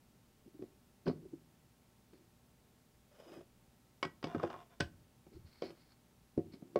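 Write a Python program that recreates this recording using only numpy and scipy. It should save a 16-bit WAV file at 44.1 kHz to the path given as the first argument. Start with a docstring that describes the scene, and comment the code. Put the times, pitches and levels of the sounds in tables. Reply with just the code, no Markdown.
"""Two hard plastic mold halves knock and snap as they are pried apart on a kitchen counter, heard close up.
Each contact is a damped push, a noisy snap and ringing plate modes, balanced in four frequency registers.
A half stood upright scrapes and judders: random slips ring narrow resonances. Fingers rub and peel out soft
lures, and the counter rumbles low, all from shaped noise and slips. Short noise echoes form the small room,
over steady hiss and a slightly unsteady hum of sines."""
import sys
import numpy as np
from scipy import signal
from scipy.fft import rfft, irfft, next_fast_len
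from scipy.io import wavfile

SR = 44100
rng = np.random.default_rng(int(sys.argv[2]) if len(sys.argv) > 2 else 0)


def generate_wav(sig):
    """Save sig (samples, or channels by samples) to the path in sys.argv[1] as 16-bit PCM at SR."""
    pcm = np.round(np.clip(np.atleast_2d(sig).T, -1, 1) * 32767).astype(np.int16)
    wavfile.write(sys.argv[1], SR, pcm)


N = 299439

# Room air and hiss, relative spectrum: (frequency [Hz], density [dB per Hz])
AIR_SPECTRUM = [(12, -59), (20, 0.5), (32, -34.5), (47, -4), (70, -2.5), (85, -7.5), (119, -2), (208, -3),
                (246, -8), (268, -8.5), (407, -10.5), (508, -15), (913, -19), (1140, -21), (15700, -29.5)]
# Hum partials, before the hum trim: (frequency [Hz], level [dB])
HUM_PARTIALS = [(59.2, -82.5), (118.4, -81.5), (242.2, -81), (597.5, -90.5), (721.4, -100.5),
                (780.6, -90.5), (899.0, -91.5), (1082, -95.5), (1319, -95)]
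# Decay of the small room: (frequency [Hz], T60 [s])
ROOM_DECAY = [(100, 0.92), (350, 0.29), (1000, 0.26), (4000, 0.2), (10000, 0.24)]

# Relative noise colours of counter rumble, skin, tacky lures, gritty edge and plastic snap:
# (frequency [Hz], density [dB per Hz])
COUNTER_SPECTRUM = [(35, -11), (65, -3.5), (88, 6.5), (130, -4), (220, -19.5), (500, -53)]
SKIN_SPECTRUM = [(100, -37), (220, 1), (350, 14), (480, -3.5), (700, -22), (1500, -27), (4000, -68)]
TACK_SPECTRUM = [(600, -6), (1500, -2), (2300, -33), (3300, -9.5), (4400, -3), (5400, -5), (6800, -31),
                 (10000, -44)]
GRIT_SPECTRUM = [(70, -29), (150, -16), (350, -28), (700, -6), (1100, 8.5), (1900, 2.5), (3300, -17),
                 (5500, -10), (9000, -25), (15000, -42)]
SNAP_SPECTRUM = [(100, 2.5), (700, 8), (1300, 3.5), (1900, -4.5), (3200, -5.5), (4000, -12), (5000, -7.5),
                 (6500, -23), (8300, -29), (10000, -37), (15000, -33)]

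# Resonances rung by friction, relative levels: (frequency [Hz], width [Hz], level [dB])
PEEL_RESONANCES = [(2140, 340, 3), (3360, 68, -9), (4070, 140, -4), (4390, 99, 12), (4900, 210, -4)]
SLIDE_RESONANCES = [(573, 160, 9), (990, 38, -33), (1360, 75, -24), (2530, 55, -3), (2960, 230, -8),
                    (3860, 130, -14), (5000, 65, -4.5)]
JUDDER_RESONANCES = [(397, 42, -8.5), (702, 29, 5), (1034, 39, -2.5), (1436, 59, -6), (2420, 63, -17.5),
                     (2800, 59, -14), (3520, 200, -19.5), (4500, 230, -31)]

# Strokes, levels before each layer's trim: (start [s], length [s], level [dB], change over the stroke [dB])
# Low counter rumbles, some trailing a hard knock
RUMBLE_STROKES = [(4.825, 0.042, -40, -7), (4.94, 0.18, -65, -12), (5.36, 0.14, -47.5, -8.5),
                  (6.385, 0.048, -51, -7)]
# Fingers rubbing on the plate
RUB_STROKES = [(1.14, 0.12, -59.5, 4), (1.33, 0.048, -49, -20), (2.135, 0.1, -64, -10),
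               (3.28, 0.11, -54, -4), (5.31, 0.063, -62.5, 7), (5.66, 0.078, -53, -8),
               (6.44, 0.35, -61.5, -2.5)]
# Tacky lures peeling from their cavities
PEEL_STROKES = [(1.08, 0.052, -53, -22), (2.135, 0.072, -75, -9), (5.335, 0.033, -72.5, -2),
                (5.47, 0.18, -66, -7.5), (5.63, 0.07, -54.5, -9.5), (5.75, 0.173, -77, 7.5),
                (6.538, 0.021, -65, -3.5)]
# The plate sliding upright over the counter
SLIDE_STROKES = [(3.12, 0.187, -72, 9), (3.32, 0.095, -61, -4.5), (5.645, 0.14, -61, -13)]
# Its edge juddering on the counter as the lures are tugged
JUDDER_STROKES = [(4.28, 0.18, -55, 1), (4.435, 0.043, -43.5, -8), (4.505, 0.16, -48, -14),
                  (4.71, 0.043, -64, -3)]

# Plate modes, levels before register balance:
# (frequency [Hz], T60 [s], level struck at the edge [dB], level struck at a corner [dB])
PLATE_MODES = [(95.8, 0.22, -17, -7), (159.7, 0.14, -7.5, -2.5), (240.6, .17, -12.5, -15.5),
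               (336, 0.15, -10.5, -2.5), (382.2, 0.1, 0.5, -3.5), (560.6, 0.087, -6, -1.5),
               (706.7, 0.09, 1.5, -11), (895, 0.054, -6.5, -18), (1105, 0.076, 4.5, -32),
               (1266, 0.065, -7, -7.5), (1523, 0.045, -35, 12.5), (1930, 0.15, -15, -20.5),
               (2230, 0.051, -3.5, -26), (2523, 0.053, -36, -6.5), (2793, 0.044, -22, -29),
               (3086, 0.022, -5, -28), (3300, 0.028, -16, -17), (4780, 0.031, -15, -14),
               (5160, 0.015, -27, -16), (8080, 0.017, -31, -9.5)]
# What the small plate can radiate: (frequency [Hz], gain [dB])
RADIATION_GAIN = [(20, -30), (45, -12), (75, -7), (120, -1), (9000, -2), (11000, -8), (15000, -11)]
# Soft, slowly swelling bumps: fingertips, or the lead-in and after-knock of a dull knock.
# Before radiation: (time [s], push pitch [Hz], level [dB])
SOFT_BUMPS = [(0.456, 246, -59.5), (0.472, 342, -58), (0.542, 302, -57), (0.59, 300, -49),
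              (0.612, 350, -50.5), (1.058, 333, -40), (1.069, 340, -32.5), (1.081, 407, -33),
              (1.252, 363, -51.5), (1.331, 323, -46), (6.363, 256, -58.5), (6.389, 338, -39)]
# Plastic knocking on plastic or on the counter, before radiation: (time [s], push pitch [Hz], level [dB],
# hardness [0-1], grip of the hand [0-1], place on the plate [0 edge - 1 corner])
PLASTIC_KNOCKS = [(0.623, 345, -44, 0.31, 1, 0.15), (1.066, 335, -41.5, 0.55, 0.63, 0.67),
                  (1.0764, 255, -34, 0.45, 0.82, 0.56), (1.096, 253, -36.5, .25, 0.49, .15),
                  (2.133, 383, -61.5, 0.6, 1, 0.89), (3.2, 510, -61, 0.43, 0.56, .2),
                  (3.318, 410, -57, 0.64, .95, 0.37), (3.371, 305, -57, 0.5, 1, 0.87),
                  (3.409, 474, -56.5, .4, .5, 0.58), (4.028, 485, -39.5, 0.99, .75, 0.0091),
                  (4.05, 320, -42.5, 0.79, 0.74, 0.68), (4.228, 392, -51.5, 0.81, .6, 0.23),
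                  (4.241, 290, -37, 0.75, 0.96, 0.14), (4.27, 374, -45, 0.63, 0.77, 0.34),
                  (4.347, 297, -34, 0.33, 0.44, 0.45), (4.364, 333, -40.5, 0.12, .8, 0.95),
                  (4.398, 368, -47, 0.52, 0.11, 0.11), (4.431, 507, -39, .52, 0.7, 0.99),
                  (4.4372, 525, -32, 0.2, 0.05, 0.49), (4.476, 403, -55, 0.63, 0.6, 0.56),
                  (4.501, 600, -51.5, 0.72, 0.26, 0.4), (4.54, 620, -53, 0.57, 0.02, .1),
                  (4.562, 635, -58, 0.64, .3, .6), (4.8017, 296, -40, 0.75, 0.87, 0.76),
                  (4.8049, 346, -36.5, .9, 0.74, 0.93), (5.266, 320, -58.5, 0.48, 0.84, .32),
                  (5.621, 510, -36.5, 0.58, 1, 0.2), (5.705, 418, -57, .75, 1, 0.67),
                  (6.376, 292, -29, .06, 0.88, 0.31), (6.537, 251, -53.5, 0.46, .98, 0.28),
                  (6.622, 236, -50, 0.18, .6, 0.23), (6.758, 524, -26, .38, 0.68, .1)]

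STROKE_ATTACK_S, STROKE_RELEASE_S = 0.033, 0.023  # fades outside each stroke's start and end
UNEVEN_DB, UNEVEN_PER_S = 3, 45  # depth and rate of the wavering pressure

# The push peaks after this many cycles: within one for a knock, later for a soft bump
KNOCK_SWELL_CYCLES, BUMP_SWELL_CYCLES = 0.89, 2.34
BUMP_HARDNESS, BUMP_GRIP, BUMP_PLACE = 0.008, 0.99, 0.076  # soft, damped, near the edge
REBOUND_ABOVE_DB = -45.0  # only louder knocks land once more
REBOUND_S, REBOUND_SCATTER = 0.0125, 0.1034  # typical delay, relative spread
REBOUND_DB, REBOUND_HARDNESS = -9, 0.63  # level change, share of the hardness left

# Register levels against the contact's level
THUMP_DB, THUMP_HZ = -3.5, 238.5  # thump of an edge push at this pitch
THUMP_DB_PER_OCTAVE, THUMP_CORNER_DB = -14, 13.5  # quicker pushes thump less, corners more
RING_DB, RING_HARD_DB, RING_GRIP_DB = -10.5, 29, -18.5  # soft and free; full hardness adds; full grip adds
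CRACK_DB, CRACK_HARD_DB = -42.5, 45.5  # soft; full hardness adds


def amp(db):
    """Decibels to gain."""
    return 10 ** (np.asarray(db) / 20)


def unit(x):
    """x at rms 1."""
    return x / np.sqrt(np.mean(x ** 2) + 1e-20)


def along(points, hz):
    """(Hz, value) points read on a log frequency axis."""
    f, v = np.transpose(points)
    return np.interp(np.log(hz + 1), np.log(f + 1), v)


def colour(x, spectrum):
    """x shaped by (Hz, dB) points with zero phase."""
    size = next_fast_len(len(x) + 8192)
    gain = amp(along(spectrum, np.fft.rfftfreq(size, 1 / SR)))
    return irfft(rfft(x, size) * gain, size)[:len(x)]


def causal(x, spectrum):
    """x shaped by (Hz, dB) points with minimum phase, so nothing sounds ahead of the attack."""
    size = 2 * next_fast_len(len(x))
    log_gain = np.log(amp(along(spectrum, np.fft.rfftfreq(size, 1 / SR))))
    cepstrum = irfft(log_gain, size)
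    cepstrum[1:size // 2] *= 2
    cepstrum[size // 2 + 1:] = 0
    return irfft(rfft(x, size) * np.exp(rfft(cepstrum)), size)[:len(x)]


def strokes(rows):
    """Gain over time: each stroke takes hold, swells or fades evenly in dB and lets go, under wavering pressure."""
    t = np.arange(N) / SR
    gain = np.zeros(N)
    for start, length, db, change_db in rows:
        edges = [start - STROKE_ATTACK_S, start, start + length, start + length + STROKE_RELEASE_S]
        span = slice(*np.searchsorted(t, [edges[0], edges[-1]]))
        hold = np.interp(t[span], edges, [0, 1, 1, 0]) ** 2
        progress = np.clip((t[span] - start) / length, 0, 1)
        gain[span] = np.maximum(gain[span], hold * amp(db + change_db * progress))
    knots = rng.standard_normal(size=1000)
    waver = np.interp(t * UNEVEN_PER_S, np.arange(len(knots)), knots)
    return gain * amp(UNEVEN_DB * waver)


def slips(per_s, spread_db, smooth):
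    """Friction force: tiny slips of uneven size at random moments, on a smooth hiss."""
    moments = rng.random(N) < per_s / SR
    grains = moments * rng.choice([-1, 1], N) * amp(spread_db * rng.standard_normal(N))
    return unit(unit(grains) + smooth * rng.standard_normal(N))


def friction(force, resonances, spectrum, broad_db):
    """Slips ring a few resonances and add a broad hiss of their own."""
    size = next_fast_len(N)
    f = np.fft.rfftfreq(size, 1 / SR)
    body = np.zeros(len(f), complex)
    for k, (hz, width, db) in enumerate(resonances):
        sign = (-1) ** k  # neighbouring resonances in opposite phase
        body += sign * amp(db) * 1j * f * width / (hz ** 2 - f ** 2 + 1j * f * width)
    ring = irfft(rfft(force, size) * body, size)[:N]
    hiss = unit(colour(force, spectrum))
    return unit(unit(ring) + amp(broad_db) * hiss)


def air(level_db):
    """Room air and microphone hiss: steady noise of a fixed colour."""
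    return amp(level_db) * unit(colour(rng.standard_normal(N), AIR_SPECTRUM))


def appliance_hum(trim_db, waver_rad):
    """An appliance's hum: sine partials whose phases drift slowly and separately."""
    t = np.arange(N) / SR
    hum = np.zeros(N)
    for hz, db in HUM_PARTIALS:
        drift = np.interp(t, np.linspace(0, t[-1], num=30), rng.standard_normal(size=30))
        hum += amp(db) * np.sqrt(2) * np.sin(2 * np.pi * hz * t + waver_rad * drift)
    return amp(trim_db) * hum


def kitchen(x, wet_db, near_db, near_t60, gap_s):
    """Appliances close by throw back a dense early answer; the room tail's decay depends on frequency."""
    out = np.zeros(N + 2 * SR)
    block = SR // 4
    for start in range(0, N, block):  # fresh echo paths every quarter second
        hz, t, z = signal.stft(rng.standard_normal(SR // 2), SR, nperseg=256)
        decay = amp(-60 * t / along(ROOM_DECAY, hz)[:, None])
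        tail = signal.istft(z * decay, SR, nperseg=256)[1]
        near_decay = amp(-60 * np.arange(len(tail)) / SR / near_t60)
        near = rng.standard_normal(len(tail)) * near_decay
        answer = amp(wet_db) * tail / np.linalg.norm(tail) + amp(near_db) * near / np.linalg.norm(near)
        wet = signal.fftconvolve(x[start:start + block], answer)
        out[start + round(gap_s * SR):][:len(wet)] += wet
    return out[:N]


def counter_rumble(trim_db):
    """The counter rumbles: noise with a low colour, swelling and fading in strokes."""
    return amp(trim_db) * strokes(RUMBLE_STROKES) * unit(colour(rng.standard_normal(N), COUNTER_SPECTRUM))


def finger_rub(trim_db):
    """Skin stutters dully over the plate: sparse slips through a low colour."""
    force = slips(per_s=230, spread_db=1.5, smooth=0.97)
    return amp(trim_db) * strokes(RUB_STROKES) * unit(colour(force, SKIN_SPECTRUM))


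def lure_peel(trim_db):
    """Lures let go with a fine crackle: dense uneven slips ring high resonances."""
    force = slips(per_s=1100, spread_db=5.5, smooth=0.53)
    crackle = friction(force, PEEL_RESONANCES, TACK_SPECTRUM, broad_db=-1.5)
    return amp(trim_db) * strokes(PEEL_STROKES) * crackle


def edge_slide():
    """The sliding edge catches and slips finely on the counter: dense, even slips."""
    force = slips(per_s=1400, spread_db=1.5, smooth=0.57)
    return strokes(SLIDE_STROKES) * friction(force, SLIDE_RESONANCES, GRIT_SPECTRUM, broad_db=-12.5)


def edge_judder(trim_db):
    """The tugged edge catches and slips coarsely: sparser, uneven slips."""
    force = slips(per_s=700, spread_db=6.5, smooth=0.71)
    scrape = friction(force, JUDDER_RESONANCES, GRIT_SPECTRUM, broad_db=-8.5)
    return amp(trim_db) * strokes(JUDDER_STROKES) * scrape


def plate(t, place, rise_s):
    """The plate's modes as decaying sines; where it is struck decides which ones speak."""
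    hz, t60, edge_db, corner_db = np.transpose(PLATE_MODES)[:, :, None]
    place = np.clip(place, 0, 1)
    scatter_db = 2 * rng.standard_normal(hz.shape)
    level_db = (1 - place) * edge_db + place * corner_db + scatter_db
    sign = rng.choice([-1, 1], hz.shape)
    modes = sign * amp(level_db - 60 * t / t60) * np.sin(2 * np.pi * hz * t)
    return (1 - np.exp(-t / rise_s)) * np.sum(modes, axis=0)


def touch(s, hz, db, hardness, grip, place, cycles):
    """Register levels of one contact: slow pushes thump, hard ones ring and crack, a firm grip mutes the ring."""
    hardness, grip, place = np.clip([hardness, grip, place], 0, 1)
    thump_db = db + THUMP_DB + THUMP_DB_PER_OCTAVE * np.log2(hz / THUMP_HZ) + THUMP_CORNER_DB * place
    knock_db = db
    ring_db = db + RING_DB + RING_HARD_DB * hardness + RING_GRIP_DB * grip
    crack_db = db + CRACK_DB + CRACK_HARD_DB * hardness
    return s, hz, cycles, thump_db, knock_db, ring_db, crack_db, place


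def touches():
    """All contacts: soft bumps and light knocks land once, stronger knocks rebound more softly."""
    rows = []
    for s, hz, db in SOFT_BUMPS:
        rows.append(touch(s, hz, db, BUMP_HARDNESS, BUMP_GRIP, BUMP_PLACE, BUMP_SWELL_CYCLES))
    for s, hz, db, hardness, grip, place in PLASTIC_KNOCKS:
        rows.append(touch(s, hz, db, hardness, grip, place, KNOCK_SWELL_CYCLES))
        if db > REBOUND_ABOVE_DB:
            flight_s = REBOUND_S * np.exp(REBOUND_SCATTER * rng.standard_normal())
            softer = hardness * REBOUND_HARDNESS
            rows.append(touch(s + flight_s, hz, db + REBOUND_DB, softer, grip, place, KNOCK_SWELL_CYCLES))
    return rows


def contacts(push_db, snap_db, snap_t60, chatter_db, chatter_t60):
    """Each contact is a damped push, a snap and the plate's ring, balanced in four registers."""
    registers = [(60, 220), (220, 620), (620, 2000), (2000, 14000)]  # thump, knock, ring, crack [Hz]
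    plateaus = [(60, 160), (270, 480), (1050, 1500), (2400, 14000)]  # flat part of each register's gain [Hz]
    attack_s = 0.013
    t = np.arange(next_fast_len(SR // 6)) / SR
    f = np.fft.rfftfreq(len(t), 1 / SR)
    weight = 0.3 + 0.7 * np.exp(-(t / attack_s) ** 4)  # levels count mostly the attack
    fade = np.cos(np.pi / 2 * (t / t[-1]) ** 2)  # smoothly ends each contact's last ringing
    out = np.zeros(N + SR)
    for s, hz, cycles, *levels_db, place in touches():
        u = hz * t / cycles
        swell = (u * np.exp(1 - u)) ** 3  # a soft bump swells slowly, a knock quickly
        push = amp(push_db) * swell * np.sin(2 * np.pi * hz * t)
        # a quick snap, then a longer chatter standing for dense short modes
        decay = amp(snap_db - 60 * t / snap_t60) + amp(chatter_db - 60 * t / chatter_t60)
        noise = unit(colour(rng.standard_normal(len(t)), SNAP_SPECTRUM))
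        snap = decay * (1 - np.exp(-t / 0.00023)) * noise
        blow = push + plate(t, place, rise_s=0.00068) + snap
        for headroom_db in (5, 0):  # two passes bring the registers towards their levels
            power = 2 * np.abs(rfft(blow * weight)) ** 2 / (len(t) * attack_s * SR)
            gains_db = []
            for db, (lo, hi) in zip(levels_db, registers):
                gains_db.append(db - 10 * np.log10(power[(f >= lo) & (f < hi)].sum()))
            # the thump's gain is capped relative to the knock's
            gains_db[0] = min(gains_db[0], gains_db[1] + headroom_db)
            curve = [(edge, db) for db, edges in zip(gains_db, plateaus) for edge in edges]
            blow = causal(blow, curve)
        out[round(s * SR):][:len(t)] += blow * fade
    return out[:N]


def scene():
    """The mold, the fingers and the counter in the kitchen."""
    background = air(level_db=-69) + appliance_hum(trim_db=2.0, waver_rad=0.21)
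    rumble = counter_rumble(trim_db=-5.5)
    fingers = finger_rub(trim_db=-2.5) + lure_peel(trim_db=-2.5)
    scrapes = edge_slide() + edge_judder(trim_db=-2.5)
    knocks = contacts(push_db=10.5, snap_db=4, snap_t60=0.021, chatter_db=-2.0, chatter_t60=0.058)
    mold = causal(knocks, RADIATION_GAIN) + scrapes + fingers + rumble
    room = kitchen(mold, wet_db=-15.5, near_db=-14.5, near_t60=0.087, gap_s=0.011)
    return (mold + room + background)[None]


def record(dry):
    """A steep low-pass keeps nothing above the band limit."""
    top_hz = 15780
    size = next_fast_len(N + 8192)
    passed = np.fft.rfftfreq(size, 1 / SR) < top_hz
    return irfft(rfft(dry, size) * passed, size)[:, :N]


dry = scene()
out = record(dry)
generate_wav(out)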